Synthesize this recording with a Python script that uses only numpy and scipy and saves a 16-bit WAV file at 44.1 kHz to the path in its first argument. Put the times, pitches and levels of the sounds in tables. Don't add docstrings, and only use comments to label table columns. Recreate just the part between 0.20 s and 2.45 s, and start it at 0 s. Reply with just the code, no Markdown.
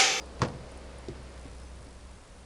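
import sys
import numpy as np
from scipy import signal
from scipy.fft import rfft, irfft
from scipy.io import wavfile
from scipy.ndimage import uniform_filter1d

SR = 44100
rng = np.random.default_rng(int(sys.argv[2]) if len(sys.argv) > 2 else 0)


def file_out(sig):
    cols = np.atleast_2d(sig).T
    lim = np.clip(cols, -1, 1)
    pcm = np.round(lim * 32767).astype(np.int16)
    wavfile.write(sys.argv[1], SR, pcm)


N = 99225

# t/s, boom level/dB, knock level/dB
TYRE_HITS = [(0.202, -28, -34.5), (0.2203, -17, -24), (0.229, -30, -27), (0.2485, -45, -28.5),
             (0.2886, -46, -41), (0.334, -38, -43.5), (0.347, -33, -43), (0.8951, -30.5, -47),
             (0.99, -39, -50), (1.254, -45, -41.5), (1.325, -46, -48), (1.602, -43.5, -51),
             (1.661, -49, -45)]
# f/Hz, level/dB, fade time/s (the time to drop by 60 dB)
DECK_NOTES = [(89, -34, 0.045), (108.4, -12.5, 0.13), (131.7, -2.5, 0.12), (174, -12, 0.097),
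              (247.7, -14, 0.15), (341.7, -11, 0.05)]
# f/Hz, level/dB
KNOCK_COLOUR = [(40, -40), (120, 5), (280, 7), (420, -0.5), (570, 1), (800, -4.5), (1400, -20), (3000, -21),
                (12000, -53)]
def ramp():
    out = np.zeros(N)
    for s, boom_db, knock_db in TYRE_HITS:
        boom = amp(boom_db) * ring(DECK_NOTES, rise_s=0.0019)
        knock = amp(knock_db) * burst(KNOCK_COLOUR, fade_s=0.098, rise_s=0.0021, size=SR // 2)
        add(out, s, boom + knock)
    return out


# t/s, level/dB
RIM_HITS = [(0.2177, -16.5), (0.2473, -29.5)]
# f/Hz, level/dB, fade time/s
RIM_NOTES = [(965, -15.5, 0.12), (1096, 1, 0.026), (1318, -15.5, 0.056)]
def rims():
    out = np.zeros(N)
    for s, db in RIM_HITS:
        add(out, s, amp(db) * ring(RIM_NOTES, rise_s=0.0016))
    return out


# t/s, ring level/dB, crack level/dB
CLASHES = [(0.194, -52, -39), (0.2128, -58, -37), (0.2179, -44, -19), (0.219, -35.5, -35),
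           (0.221, -38.5, -25), (0.225, -43.5, -31.5), (0.227, -50, -34.5), (0.2301, -41, -33),
           (0.2332, -52, -27), (0.2372, -52, -29.5), (0.2472, -41.5, -34.5), (0.2512, -45, -36.5),
           (0.258, -45, -37), (0.2848, -51, -39.5)]
# f/Hz, level/dB, fade time/s
CLASH_NOTES = [(483, -2.5, 0.14), (720, -6, 0.15), (779, -5, 0.14), (1400, -5, 0.13), (1666, -7.5, 0.065),
               (1886, -9, .14), (2647, -8.5, 0.063), (3640, -23, 0.097)]
# f/Hz, level/dB
CRACK_COLOUR = [(100, -2), (600, 3.5), (1150, 6), (1800, -3), (3200, -8.5), (5000, -5.5), (7000, -15),
                (9500, -23), (12000, -55)]
def frame_clatter():
    out = np.zeros(N)
    for s, ring_db, crack_db in CLASHES:
        add(out, s, amp(ring_db) * ring(CLASH_NOTES, scatter=.3))
        add(out, s, amp(crack_db) * burst(CRACK_COLOUR, fade_s=.022, rise_s=.00015))
    return out


# t/s, ring level/dB, click level/dB
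BOARD_SLAP = (0.885, -29, -40.5)
# f/Hz, level/dB, fade time/s
BOARD_NOTES = [(252, -9, 0.084), (338, -5.5, .08), (369.5, -0.5, 0.075)]
# f/Hz, level/dB
SLAP_COLOUR = [(400, -2), (1500, -5), (3000, 1), (5500, 2), (7200, 0), (9000, -16), (12000, -35)]
def loose_board():
    out = np.zeros(N)
    s, ring_db, click_db = BOARD_SLAP
    add(out, s, amp(ring_db) * ring(BOARD_NOTES, rise_s=.0009))
    add(out, s, amp(click_db) * burst(SLAP_COLOUR, fade_s=0.015, rise_s=.0003))
    return out


# t/s, ticks per second, level/dB
TICKING = [(1.0, 45, -67), (1.2, 58, -53), (1.4, 59, -52), (1.5, 60.2, -57.5), (1.65, 49, -51),
           (1.9, 49, -58), (2.25, 46, -62)]
# f/Hz, level/dB
TICK_COLOUR = [(1000, -9), (3500, -6.5), (5400, -0.5), (6800, -7.5), (7900, -2.5), (8800, -5.5), (9600, 2),
               (10300, -4), (11200, -27)]
def freewheel():
    out = np.zeros(N)
    teeth_passed = np.floor(np.cumsum(curve(TICKING)) / SR)
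    level_db = curve(TICKING, axis=2)
    for at in np.flatnonzero(np.diff(teeth_passed)):
        tick_db = level_db[at] + 1.8 * rng.standard_normal()
        add(out, at / SR, amp(tick_db) * burst(TICK_COLOUR, fade_s=.018, rise_s=0.00033, size=2048))
    return out


# t/s, level/dB
STEEL_PINGS = [(0.058, -51), (0.1935, -52), (0.2175, -53), (0.279, -51.5), (0.517, -49.5), (0.575, -48),
               (0.785, -53), (1.029, -50.5), (1.0925, -58), (1.5607, -50), (1.6192, -57)]
def steel_pings():
    out = np.zeros(N)
    hz, width_hz = 9430, 160
    colour = [(hz / 2, -34), (hz - 2 * width_hz, -24), (hz, 0), (hz + 2 * width_hz, -14), (11500, -40)]
    for s, db in STEEL_PINGS:
        add(out, s, amp(db) * burst(colour, fade_s=0.02, rise_s=.0006))
    return out


# t/s, level/dB
ROLL_LEVEL = [(.22, -75), (.3, -59), (.6, -56), (.92, -54.5), (1.3, -57.5), (1.5, -61), (2.25, -66)]
# f/Hz, level/dB
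ROLL_COLOUR = [(25, -9), (110, 4.5), (330, 0), (800, -6), (1300, -7.5), (2100, -6.5), (3300, -14.5),
               (5000, -16.5), (8000, -27), (12000, -50)]
def rolling_tyres():
    return noise(ROLL_COLOUR, N) * amp(curve(ROLL_LEVEL) + .9 * waver(count=700))


# f/Hz, fade time/s
ECHO_FADE = [(100, 0.71), (400, 0.45), (1500, 0.21), (5000, 0.2), (11000, 0.28)]
def yard_echo(x):
    bounces = rng.standard_normal(SR // 2) * (rng.random(SR // 2) < .05)
    bounces *= np.arange(SR // 2) > .006 * SR
    hz, t, spectrum = signal.stft(bounces, SR, nperseg=256)
    fade = amp(-60 * t / read(ECHO_FADE, hz)[:, None])
    tail = signal.istft(spectrum * fade, SR, nperseg=256)[1]
    return signal.fftconvolve(x, tail / np.linalg.norm(tail))[:N]


# t/s, level/dB
FAR_RUSH_LEVEL = [(0, -47.5), (.4, -49.5), (.8, -51.5), (1.2, -55.5), (1.6, -58.5), (2.25, -60.5)]
# f/Hz, level/dB
RUSH_COLOUR = [(25, -11), (120, -7.5), (210, -4), (330, -2), (420, -2), (550, 2.5), (750, -7.5),
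               (1200, -12), (2000, -20), (3200, -23.5), (4700, -20.5), (8000, -33), (12000, -70)]
def far_rush():
    return noise(RUSH_COLOUR, N) * amp(curve(FAR_RUSH_LEVEL))


# t/s, f/Hz, level/dB
HUM_PATH = [(0, 64, -46.5), (.6, 63.8, -48), (1.1, 63.9, -46.5), (1.25, 61.7, -46.5), (1.46, 62.5, -44),
            (1.72, 61.95, -51.5), (1.92, 64.4, -49.5), (2.08, 62.1, -59.5), (2.25, 65.1, -49)]
# multiple of the pitch, level/dB
HUM_TONES = [(1, 5), (2, -22.5), (3, -13)]
def far_hum():
    cycles = np.cumsum(curve(HUM_PATH) + .25 * waver(count=4000)) / SR
    tone = unit(sum(amp(db) * np.sin(2 * np.pi * round(k) * cycles) for k, db in HUM_TONES))
    return tone * amp(curve(HUM_PATH, axis=2) + .7 * waver(count=2000))


# t/s, length/s, f/Hz, level/dB
FAINT_CHIRPS = [(0.0, .04, 4900, -54.5), (1.412, 0.037, 5200, -63), (1.456, 0.041, 6200, -64)]
def chirps():
    out = np.zeros(N)
    fall_hz_per_s = 3800
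    for s, length, hz, db in FAINT_CHIRPS:
        t = np.arange(0, length, 1 / SR)
        pitch = hz - fall_hz_per_s * (t - length / 2) + 60 * waver(count=60)[:len(t)]
        swell = np.sin(np.pi * t / length)
        add(out, s, amp(db) * swell * np.sin(2 * np.pi * np.cumsum(pitch) / SR))
    return out


# f/Hz, level/dB
AIR_COLOUR = [(10, 0), (30, 5), (60, 1.5), (110, -1.5), (200, -7.5), (500, -15), (1000, -13), (2000, -20.5),
              (4000, -24), (7000, -25.5), (10000, -25.5), (11000, -41), (12000, -47)]
def open_air():
    return amp(-52) * noise(AIR_COLOUR, N)


def amp(db):
    return 10 ** (np.asarray(db) / 20)


def unit(x):
    return x / np.sqrt(np.mean(x ** 2) + 1e-20)


def read(points, hz):
    f, value = np.transpose(points)
    return np.interp(np.log(hz + 1), np.log(f + 1), value)


def curve(rows, axis=1):
    rows = np.array(rows)
    return np.interp(np.arange(N) / SR, rows[:, 0], rows[:, axis])


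def add(mix, s, sound):
    part = mix[max(round(s * SR), 0):][:len(sound)]
    part += sound[:len(part)]


def noise(colour, size):
    gains = amp(read(colour, np.fft.rfftfreq(size, 1 / SR)))
    return unit(irfft(rfft(rng.standard_normal(size)) * gains, size))


def burst(colour, fade_s, rise_s, size=8192):
    t = np.arange(size) / SR
    return noise(colour, size) * (1 - np.exp(-t / rise_s)) * amp(-60 * t / fade_s)


def ring(notes, scatter=0., rise_s=0.00027):
    t = np.arange(SR // 2) / SR
    weights = np.sqrt(1 - scatter ** 2) + scatter * rng.standard_normal(len(notes))
    tones = sum(w * amp(db - 60 * t / fade_s) * np.sin(2 * np.pi * hz * t)
                for w, (hz, db, fade_s) in zip(weights, notes))
    return -(1 - np.exp(-t / rise_s)) * tones


def waver(count):
    return unit(uniform_filter1d(uniform_filter1d(rng.standard_normal(N), count), count))


def scene():
    hits = ramp() + loose_board() + rims() + frame_clatter()
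    echo = amp(-14) * yard_echo(hits)
    coasting = steel_pings() + freewheel() + rolling_tyres()
    background = far_rush() + open_air() + far_hum() + chirps()
    return (hits + echo + coasting + background)[None]


def record(dry):
    top_hz = 12200
    low_pass = signal.firwin(511, top_hz, window=("kaiser", 9), fs=SR)
    return signal.oaconvolve(dry, low_pass[None], "same")


dry = scene()
out = record(dry)
file_out(out)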